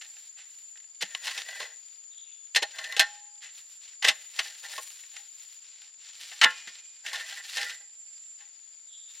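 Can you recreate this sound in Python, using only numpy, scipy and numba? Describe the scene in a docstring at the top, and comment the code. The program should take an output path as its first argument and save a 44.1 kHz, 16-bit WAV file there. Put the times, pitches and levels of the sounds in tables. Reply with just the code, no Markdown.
"""Digging compost in a field

A steel spade works in a straw-covered brick bed. Each contact crushes grit, thumps the soil and excites
the blade's modes, which are damped while buried and ring on when lifted. Friction grinds, stalks crackle
by brittle fracture, and the load slides onto the straw. Cicadas keep up a high warbling whine with their
tymbals; a far bird calls now and then over the hiss of air and grass."""
import sys
import numpy as np
from scipy import signal
from scipy.fft import rfft, irfft
from scipy.io import wavfile
from numba import njit

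SR = 44100
rng = np.random.default_rng(int(sys.argv[2]) if len(sys.argv) > 2 else 0)


def store_pcm(level_fs):
    """Save levels as 16-bit WAV."""
    pcm = np.round(np.clip(level_fs, -1, 1) * 32767).astype(np.int16)
    wavfile.write(sys.argv[1], SR, np.atleast_2d(pcm).T)


N = 405719

# spectrum of shifting soil: f/Hz, level/dB
SOIL_SPECTRUM = [(50, -44.5), (100, -32.5), (150, -29.5), (290, -22), (390, -4.5), (490, 1), (700, 10),
                 (1100, 3), (1600, -14.5), (3000, -37.5)]
# spectrum of cracking straw: f/Hz, level/dB
STRAW_SPECTRUM = [(150, -60), (400, -24.5), (1200, -10.5), (2200, 0), (3000, 3), (4600, 3.5), (6300, -2.5),
                  (8000, -6.5), (11000, -23), (15500, -29.5)]


def from_db(db):
    """Amplitude ratio of a level in decibels."""
    return 10 ** (np.asarray(db) / 20)


def rms_one(x):
    """Normalisation to unit power."""
    return x / np.sqrt(np.mean(x ** 2) + 1e-20)


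def in_time(rows):
    """Linear interpolation of each column of a timed table to every sample."""
    times, *columns = np.transpose(rows)
    return [np.interp(np.arange(N) / SR, times, column) for column in columns]


def add(track, onset, sound):
    """Superposition of a sound on a track, at an onset in seconds."""
    start = max(round(onset * SR), 0)
    track[start:start + len(sound)] += sound[:N - start]


def gestures(rows, attack_s, release_t60):
    """Summed envelopes of linear rise, hold and exponential decay; rows are t/s, length/s, height."""
    out = np.zeros(N)
    for onset, length, height in rows:
        t = np.arange(round((length + 1.5 * release_t60) * SR)) / SR
        decay = from_db(-60 * np.maximum(t - length, 0) / release_t60)
        add(out, onset, height * np.minimum(t / attack_s, 1) * decay)
    return out


def drift(rate_hz):
    """Slow random modulation: low-passed noise of unit rms."""
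    step, settle = 20, 4000
    pole = np.exp(-2 * np.pi * step * rate_hz / SR)
    noise = rng.standard_normal(N // step + settle + 2)
    slow = signal.lfilter([1], [1, -2 * pole, pole * pole], noise)[settle:]
    return np.interp(np.arange(N) / step, np.arange(len(slow)), rms_one(slow))


def low_pass(x, hz, order=2):
    """Maximally flat attenuation above a cutoff."""
    return signal.sosfilt(signal.butter(order, min(hz, .45 * SR), fs=SR, output="sos"), x)


def coloured(x, spectrum):
    """Minimum-phase filtering to a spectrum; white noise keeps its power."""
    size = 4096
    hz, db = np.transpose(spectrum)
    bins_hz = np.fft.rfftfreq(size, 1 / SR) + 1
    log_gain = np.log(from_db(np.interp(np.log(bins_hz), np.log(hz), db)))
    causal_cepstrum = 2 * irfft(log_gain)[:size // 2]
    response = irfft(np.exp(rfft(causal_cepstrum, size) - log_gain.mean()))
    return signal.oaconvolve(x, response / np.linalg.norm(response))[:N]


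def grains(per_s, spread_db, hiss):
    """Shot noise: random tiny fractures, a few of them large, over a bed of finer ones."""
    sizes = from_db(spread_db * np.minimum(rng.exponential(1, N), 5)) * rng.choice([-1, 1], N)
    fractures = rms_one(sizes * (rng.random(N) < per_s / SR))
    return rms_one(fractures + hiss * rng.standard_normal(N))


def panned(x, left_db):
    """Localisation by level difference, left minus right."""
    return x * from_db([[left_db / 2], [-left_db / 2]])


def diffuse(t60):
    """Impulse response of dense, exponentially decaying reflections, with unit energy."""
    t = np.arange(SR // 8) / SR
    cluster = rng.standard_normal(len(t)) * from_db(-60 * t / t60)
    return cluster / np.linalg.norm(cluster)


def scattered(x, t60, top_hz):
    """Diffuse reflection from the shed, the trees and the ground, in stereo."""
    t = np.arange(SR) / SR
    tail = rng.standard_normal(SR) + .3 * rng.standard_normal((2, SR))
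    tail = low_pass(tail, top_hz) * from_db(-60 * t / t60) * np.minimum(t / .02, 1)
    return signal.oaconvolve(x[None], tail / np.linalg.norm(tail[0]), axes=1)[:, :N]


def field_air():
    """Far air and grass give broadband noise, partly coherent between left and right."""
    # ambient spectrum: f/Hz, level/dB
    spectrum = [(25, -20), (100, -18.5), (300, -9.5), (900, -6), (2500, 0.5), (5000, 2.5), (8000, -11.5),
                (15000, -30)]
    mid, side = [coloured(rng.standard_normal(N), spectrum) for _ in range(2)]
    return from_db(-68) * mid + from_db(-74.5) * side * np.array([[1], [-1]])


def cicada(hz, db, warble_hz, depth_hz, shift_hz):
    """Tymbal clicks fuse into a warbling tone; resonance of the abdomen lifts the fifth harmonic."""
    # partials of the click train: harmonic number, level/dB
    harmonics = [(4, -24), (5, 0), (6, -25), (7, -27), (8, -38)]
    warble_cycles = np.cumsum(warble_hz * (1 + .08 * drift(2))) / SR + rng.random()
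    pitch = hz + shift_hz + depth_hz * np.sin(2 * np.pi * warble_cycles) + 14 * drift(180)
    click_rate = pitch / 5
    phase = 2 * np.pi * np.cumsum(click_rate) / SR
    song = sum(from_db(level_db) * np.sin(k * phase) for k, level_db in harmonics)
    return from_db(db + 2.4 * drift(30)) * rms_one(song)


def insects():
    """A cicada chorus, a nearer singer and a far trill add incoherently and are scattered by leaves."""
    # chorus: f/Hz, relative level/dB, warble rate/Hz, warble depth/Hz, left minus right/dB
    singers = [(6750, -76.5, 29, 100, 7), (7300, -65.5, 10.9, 105, 0.5), (6976, -59.5, 17, 110, 9),
               (7110, -60, 10.3, 97, 11.5), (6990, -69, 15, 95, 1), (7260, -68, 5.5, 76, 4)]
    # the nearer cicada: same columns
    near_singer = (7310.5, -3, 13, 98, -5.5)
    # course of the song: t/s, pitch shift/Hz, chorus gain/dB, near gain/dB
    singing = [(0, -4.5, 1, -52), (1, -17, 2.5, -57), (2.2, -45, 3, -64.5), (3.4, -6.5, 0.5, -53),
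               (5, 0, 3.5, -58.5), (6, 16.5, 0, -57.5), (7, 22, -0.5, -53), (7.9, 11, -1.5, -50.5),
               (8.25, 11, 0.5, -47), (8.6, 0, 1.5, -67), (9, 29, 1, -48), (9.2, 15, 5.5, -58)]
    # spectrum of the far trill: f/Hz, level/dB
    trill_spectrum = [(4300, -44), (4650, -5.5), (4830, 9.5), (4980, -10.5), (5300, -45.5)]
    shift_hz, chorus_db, near_db = in_time(singing)
    chorus = sum(panned(cicada(*voice, shift_hz), left_db) for *voice, left_db in singers)
    near = panned(cicada(*near_singer[:-1], shift_hz), left_db=near_singer[-1])
    trill = from_db(-74 + 2 * drift(12)) * coloured(rng.standard_normal(N), trill_spectrum)
    songs = chorus * from_db(chorus_db) + near * from_db(near_db) + panned(trill, left_db=13)
    foliage = signal.oaconvolve(songs.mean(axis=0), diffuse(t60=.03))[:N]
    return songs + foliage * np.array([[1], [-1]])


def effort():
    """Scrapes and rustles add in power; returns the envelopes on soil, steel, stalks and fine fibres."""
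    # the blade pushed through compost: t/s, length/s, level/dB, relative drag/dB, relative soil/dB
    scrapes = [(1.045, 0.15, -55, -1, -33), (1.205, .2, -45, 0, -34), (1.447, 0.2, -48, 4, -19),
               (2.72, 0.21, -51.5, 5.5, -13), (4.325, 0.17, -45.5, -6.5, -26),
               (4.611, 0.15, -45.5, -4, -16.5), (7.029, 0.19, -48.5, 3, -16), (7.241, .14, -44.5, -4, -45),
               (7.43, 0.2, -43.5, -15.5, -53), (7.525, 0.22, -49, -0.5, -32)]
    # straw stirred by spade, boots and falling compost: t/s, length/s, level/dB, relative crackle/dB
    rustles = [(0, 0.27, -59, -6.5), (0.423, 0.26, -64.5, -4.5), (1.692, 0.27, -64.5, -10),
               (2.58, 0.23, -56, -20), (3.018, 0.12, -53.5, -20), (3.51, .1, -54, -7),
               (3.648, 0.11, -63, -3.5), (3.79, 0.11, -54, -20), (4.093, 0.89, -55.5, -6),
               (4.705, 0.17, -56.5, 3), (4.947, 0.35, -57.5, -7.5), (5.333, .22, -57, -5.5),
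               (5.602, 0.27, -56.5, -35.5), (5.984, 0.15, -54, -24), (6.145, 0.33, -48.5, -11),
               (6.473, 0.3, -50.5, -23), (6.788, 0.22, -63, -23), (8.021, 0.72, -68, -23),
               (9.07, 0.12, -57, -9.5)]
    scrape_at, scrape_length, push_db, drag_db, soil_db = np.transpose(scrapes)
    rustle_at, rustle_length, rustle_db, crackle_db = np.transpose(rustles)

    def scraping(db):
        return gestures(zip(scrape_at, scrape_length, from_db(db)), attack_s=.04, release_t60=.2584)

    def rustling(db):
        return gestures(zip(rustle_at, rustle_length, from_db(db)), attack_s=.044, release_t60=.27)

    stir_db = -75   # the straw is never quite still
    push = scraping(push_db)
    rustle = np.hypot(rustling(rustle_db), from_db(stir_db))
    crackle = np.hypot(rustling(rustle_db + crackle_db), from_db(stir_db - 18))
    # each rustle also brushes the soil and the blade a little
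    on_soil = np.hypot(scraping(push_db + soil_db), rustle * from_db(-40))
    on_steel = np.hypot(scraping(push_db + drag_db), rustle * from_db(-22.5))
    on_straw = np.hypot(push, rustle)
    on_fibres = np.hypot(push * from_db(-10.5), crackle)
    return on_soil, on_steel, on_straw, on_fibres


def ticks(per_s=30, t60=.01, spread_db=3, level_db=-71.5):
    """Single stalks settle at random instants, each crack an exponentially decaying noise burst."""
    cracks = (rng.random(N) < per_s / SR) * from_db(spread_db * np.clip(rng.standard_normal(N), -2, 2))
    envelope = signal.lfilter([1], [1, -from_db(-60 / (t60 * SR))], cracks + 1e-18)
    return from_db(level_db) * coloured(rms_one(envelope * rng.standard_normal(N)), STRAW_SPECTRUM)


def digging():
    """Friction and fracture in soil and stalks come in surges; returns sound and force on the blade."""
    # force spectrum of grit dragged over steel: f/Hz, level/dB
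    drag_spectrum = [(300, -8), (500, -2), (900, -10), (1300, -7), (1600, 2), (1950, -1), (2800, -2),
                     (3500, -3), (4200, -13), (8000, -20)]
    # spectrum of the finest fibres breaking: f/Hz, level/dB
    fibre_spectrum = [(2000, -35.5), (6000, 0), (9000, 4), (12000, -0.5), (15800, -10)]
    on_soil, on_steel, on_straw, on_fibres = effort()
    surge = from_db(2.2 * drift(30))
    soil = on_soil * coloured(grains(per_s=300, spread_db=4.5, hiss=.96), SOIL_SPECTRUM)
    drag = on_steel * coloured(grains(per_s=2100, spread_db=6, hiss=.58), drag_spectrum) * surge
    stalks = on_straw * coloured(grains(per_s=2600, spread_db=3.6, hiss=.7), STRAW_SPECTRUM)
    crackle = on_fibres * coloured(grains(per_s=3500, spread_db=3.6, hiss=.8), fibre_spectrum)
    sound = (soil + stalks + crackle) * surge + ticks()
    force = from_db(-34) * drag + from_db(-36.5) * soil
    return sound, force


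def contacts():
    """Transient excitations: t/s, rise/s, t60/s, level/dB, thud/dB, cutoff/Hz, ring/dB, edge share."""
    # Thud and ring are relative gains; the edge share runs from 0 (flat) to 1 (edge on).
    # chops into the heap or the bed wall: t/s, rise/s, t60/s, level/dB, thud/dB, ring/dB, edge share
    blows = [(1.006, 0.0087, 0.16, -28.5, 4, -18, 0), (1.02, 0.0056, 0.025, -24, 18.5, 7.5, 0.36),
             (1.148, 0.0018, 0.028, -19.5, 5, -4.5, 0.95), (1.601, 0.0017, 0.26, -34.5, 21.5, 1, .4),
             (2.547, 0.0029, 0.069, -22.5, -7, -12, 0), (2.556, 0.0044, .095, -14.5, 12, -1.5, 0.48),
             (2.619, 0.011, 0.054, -23.5, 24.5, -2.5, 0.025), (2.965, 0.0011, 0.078, -22, 12, -6.5, 0),
             (2.994, 0.0012, 0.088, -8.5, -4, 0.5, 0.0042), (4.022, 0.005, .16, -25.5, -1.5, 1, 0.84),
             (4.041, 0.0094, 0.044, -14.5, 15.5, -15.5, 0.57), (4.054, 0.032, 0.11, -25.5, 8, 9.5, 0.39),
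             (4.081, 0.0052, 0.068, -10.5, 1, -14, 0.43), (4.388, 0.0038, 0.075, -15, 2, -4, 0.9),
             (4.778, 0.0014, 0.071, -31.5, 20.5, 4.5, 0.75), (6.413, .001, 0.11, -11, 0, 0.5, 0.96),
             (6.42, 0.024, .041, -8.5, -21, -7, 1), (6.442, 0.0038, 0.006, -7.5, -34, 0, 0.96),
             (6.451, 0.0047, 0.034, -27, -26, 24.5, 1), (7.568, .0025, 0.15, -25, 12, 0.5, 0.44)]
    # the blade catches on lumps and stalks: t/s, t60/s, level/dB, ring/dB
    snags = [(.010, 0.16, -41, -10.5), (1.238, 0.18, -37, 2), (1.268, 0.2, -28.5, 2),
             (1.310, 0.042, -31.5, -6), (1.376, 0.085, -28.5, 3), (1.398, 0.036, -46, -9),
             (1.417, 0.029, -32.5, -8), (1.486, 0.049, -38.5, 10.5), (2.784, 0.064, -30, 6.5),
             (2.84, 0.085, -33.5, 0), (2.923, 0.017, -29, 2.5), (4.458, 0.071, -40.5, -9),
             (5.164, 0.071, -44, -16), (6.504, 0.057, -36.5, 2), (7.062, 0.18, -31.5, -14),
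             (7.13, 0.47, -32.5, 1.5), (7.285, 0.75, -45.5, -13), (7.612, 0.065, -30, 1),
             (7.629, 0.055, -30, -1.5), (7.694, 0.14, -33, -16.5)]
    # the load slides off the blade: t/s, level/dB, ring/dB
    tosses = [(0.356, -47.5, -15), (3.404, -43, -22), (5.119, -51, 1), (8.368, -58.5, -0.5)]
    # dull knocks of clods: t/s, level/dB
    clods = [(0.166, -50), (.755, -49), (4.548, -44), (5.034, -47), (6.314, -34), (6.672, -32),
             (8.406, -48.5)]
    # dry stalks snap: t/s, level/dB
    snaps = [(0.048, -46), (0.773, -46), (0.801, -50), (0.842, -55), (3.835, -52), (3.931, -49),
             (4.853, -48), (4.873, -46), (4.903, -44), (4.971, -57), (4.991, -48), (5.818, -47.5),
             (8.257, -62), (9.097, -51)]
    flat_hz, edge_hz = 7350, 1500   # a flat blow is the brighter
    return ([(t, rise, t60, db, thud, flat_hz + (edge_hz - flat_hz) * edge ** 2, ring, edge)
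             for t, rise, t60, db, thud, ring, edge in blows]
            + [(t, .002, t60, db, -2.5, 7400, ring, .55) for t, t60, db, ring in snags]
            + [(t, .036, .32, db, -44, 6500, ring, .25) for t, db, ring in tosses]
            + [(t, .0022, .079, db, 3.5, 2300, -7, .65) for t, db in clods]
            + [(t, .00067, .026, db, -17, 15000, -6, .38) for t, db in snaps])


def strikes():
    """Inelastic impacts crush grit and thump the soil; returns sound and forces on face and edge."""
    # spectrum of grit crushed on steel: f/Hz, level/dB
    crunch_spectrum = [(24, -67.5), (40, -45.5), (230, -41.5), (596, -20.5), (1010, -18), (1330, -11),
                       (1980, 3.5), (2360, -4), (2670, 2), (4300, -2), (5670, -4.5), (6920, -5.5),
                       (8040, -9.5), (13300, -20), (15800, -54)]
    crush, thump, flat, edge = np.zeros((4, N))
    grit = grains(per_s=6500, spread_db=2, hiss=.66) * from_db(1.8 * drift(100))
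    coarse = low_pass(grit, 5600, order=1)
    soil = rms_one(low_pass(rng.standard_normal(N), 590))
    t = np.arange(SR // 4) / SR
    for onset, rise, t60, db, thud_db, top_hz, ring_db, edge_share in contacts():
        start = round(onset * SR)
        span = slice(start, start + len(t))
        decay = from_db(-60 * np.maximum(t - rise, 0) / t60)
        speed = (np.minimum(t / rise, 1) * decay)[:N - start]
        # the finest fractures stop first as the blade slows
        fractures = coarse[span] + (grit[span] - coarse[span]) * np.sqrt(speed)
        burst = from_db(db) * low_pass(speed * fractures, top_hz, order=1)
        push = from_db(db + thud_db - 23.5) * speed * soil[span]
        force = (burst + push) * from_db(ring_db - 32)
        add(crush, onset, burst)
        add(thump, onset, push)
        add(flat, onset, force * (1 - edge_share))
        add(edge, onset, force * edge_share)
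    crunch = from_db(.67) * coloured(crush, crunch_spectrum)
    thud = from_db(-18) * coloured(thump, SOIL_SPECTRUM)
    return crunch + thud, flat, edge


@njit
def resonate(force, pole, damping):
    """Velocity of a driven, damped oscillator with a time-varying extra loss."""
    velocity, state = np.zeros(len(force)), 0j
    for i in range(len(force)):
        state = state * (pole * damping[i]) + force[i]
        velocity[i] = state.real
    return velocity


def blade(flat, edge):
    """Modal vibration of a steel plate, driven on face and edge and damped by the soil round it."""
    # modes of the blade: f/Hz, level struck flat/dB, level struck edge on/dB, t60/s
    modes = [(495, -22, -35, .18), (642, -11, -19, .1), (812, -3, -28, .11), (829, -18, -48, .95),
             (872, -24, -20, .15), (1076, -22, -7, .15), (1357, -26, -18, .22), (1415, -12, -9, .15),
             (1577, -8, -15, .1), (1663, -20, -8, .14), (1766, -14, -4, .13), (1816, 1, -1, .13),
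             (1852, -4, -4, .08), (1970, 3, -4, .08), (2025, -6, -3, .11), (2277, -12, -19, .08),
             (2439, -56, -26, 1.5), (2514, -46, -18, .65), (2575, -9, -12, .1), (2745, -14, -20, .11),
             (2865, -12, -14, .12), (3063, -17, -13, .14), (3106, -42, -28, .8), (3354, -8, -18, .09),
             (3490, -14, -6, .09), (3670, -9, -11, .09), (3962, -13, -24, .11), (4194, 2, -22, .11),
             (4530, -10, -26, .1), (5470, -9, -24, .07)]
    # soil grips the blade: t/s, length/s, extra decay/(dB/s)
    buried = [(.98, 0.97, 680), (2.53, 0.31, 260), (4.0, 0.91, 450), (4.85, .45, 260), (7.0, 0.44, 450.5)]
    loss_db_per_s = 1.5 + gestures(buried, attack_s=.03, release_t60=.42)
    damping = from_db(-loss_db_per_s / SR)
    # the point of contact wanders, favouring now one mode, now another
    wander = rms_one(from_db(3.5 * drift(12)))
    velocity = np.zeros(N)
    for k, (hz, flat_db, edge_db, t60) in enumerate(modes):
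        omega = 2 * np.pi * hz / SR
        pole = from_db(-60 / (t60 * SR)) * np.exp(1j * omega)
        weight = (-1) ** k / omega   # neighbouring modes swing in opposite senses
        coupling = weight * np.roll(wander, k * N // len(modes))
        force = from_db(flat_db) * flat + from_db(edge_db) * edge
        velocity += resonate(coupling * force, pole, damping)
    return np.diff(velocity, prepend=0)   # a plate radiates its acceleration


def ground(t60=.073):
    """Heavily damped vibration: the ground and the bed wall shudder under the heavier blows."""
    # shudders: t/s, level/dB
    thuds = [(1.032, -47.5), (1.611, -69), (2.56, -67), (2.996, -63.5), (4.092, -49), (4.78, -74),
             (6.416, -49), (6.455, -42), (6.672, -55.5), (7.572, -61)]
    # response of ground and wall: f/Hz, level/dB
    spectrum = [(30, -21.5), (85, -23), (130, -7), (200, 3), (300, -1), (600, -26)]
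    shake, t = np.zeros(N), np.arange(SR // 2) / SR
    for onset, db in thuds:
        add(shake, onset, from_db(db - 60 * t / t60))
    return coloured(shake * rng.standard_normal(N), spectrum)


def bird(rasp_hz=230):
    """Quick slurs, made raspy by random frequency modulation and blurred by distant scattering."""
    # notes: t/s, length/s, start f/Hz, end f/Hz, level/dB
    notes = [(2.107, .039, 3850, 3340, -54), (2.169, 0.039, 3350, 3490, -49.5),
             (2.24, 0.1, 2700, 2740, -61), (2.319, 0.01, 3400, 3630, -49), (8.866, 0.074, 3850, 3206, -58),
             (8.923, 0.048, 3650, 3280, -49.5), (8.998, 0.066, 3850, 3500, -59.5),
             (9.065, .05, 3400, 3730, -53.5)]
    calls, hoarse = np.zeros(N), drift(500)
    for onset, length, start_hz, end_hz, db in notes:
        progress = np.linspace(0, 1, round(length * SR))
        rasp = rasp_hz * np.roll(hoarse, -round(onset * SR))[:len(progress)]
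        pitch = start_hz + (end_hz - start_hz) * progress + rasp
        envelope = from_db(db) * np.sin(np.pi * progress)
        add(calls, onset, envelope * np.sin(2 * np.pi * np.cumsum(pitch) / SR))
    return calls + from_db(-4) * scattered(calls, t60=.5, top_hz=6000)


def two_ports(x):
    """Close sounds are central; only short wavelengths reach the two microphone ports differently."""
    # difference between the ports: f/Hz, level/dB
    port_spectrum = [(300, -28.5), (900, -26.5), (2000, -25.5), (3000, -18.5), (5000, -6.5), (8000, 2),
                     (11000, 1), (16000, 1)]
    treble = x - low_pass(x, 7500, order=1)
    blur = signal.oaconvolve(coloured(x, port_spectrum), diffuse(t60=.012))[:N]
    side = .12 * treble + from_db(-13) * blur
    return np.array([x + side, x - side])


def scene():
    """Superposition of the close, central spade, its faint echo and the field all round."""
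    impacts, flat, edge = strikes()
    rustle, drag = digging()
    spade = impacts + ground() + rustle + blade(flat + drag, edge + .3 * drag)
    air = field_air()
    direct = two_ports(spade)
    echo = from_db(-31.5) * scattered(spade, t60=.59, top_hz=5000)
    return direct + echo + insects() + bird() + air


def record(dry):
    """Soft saturation rounds the highest peaks; band limiting cuts the deep bass and the top."""
    low_hz, high_hz = 95, 15900
    bass_cut = signal.butter(3, low_hz, "high", fs=SR, output="sos")
    top_cut = signal.ellip(12, .1, 80, high_hz, fs=SR, output="sos")
    return signal.sosfilt(top_cut, signal.sosfilt(bass_cut, np.tanh(dry)))


dry = scene()
out = record(dry)
store_pcm(out)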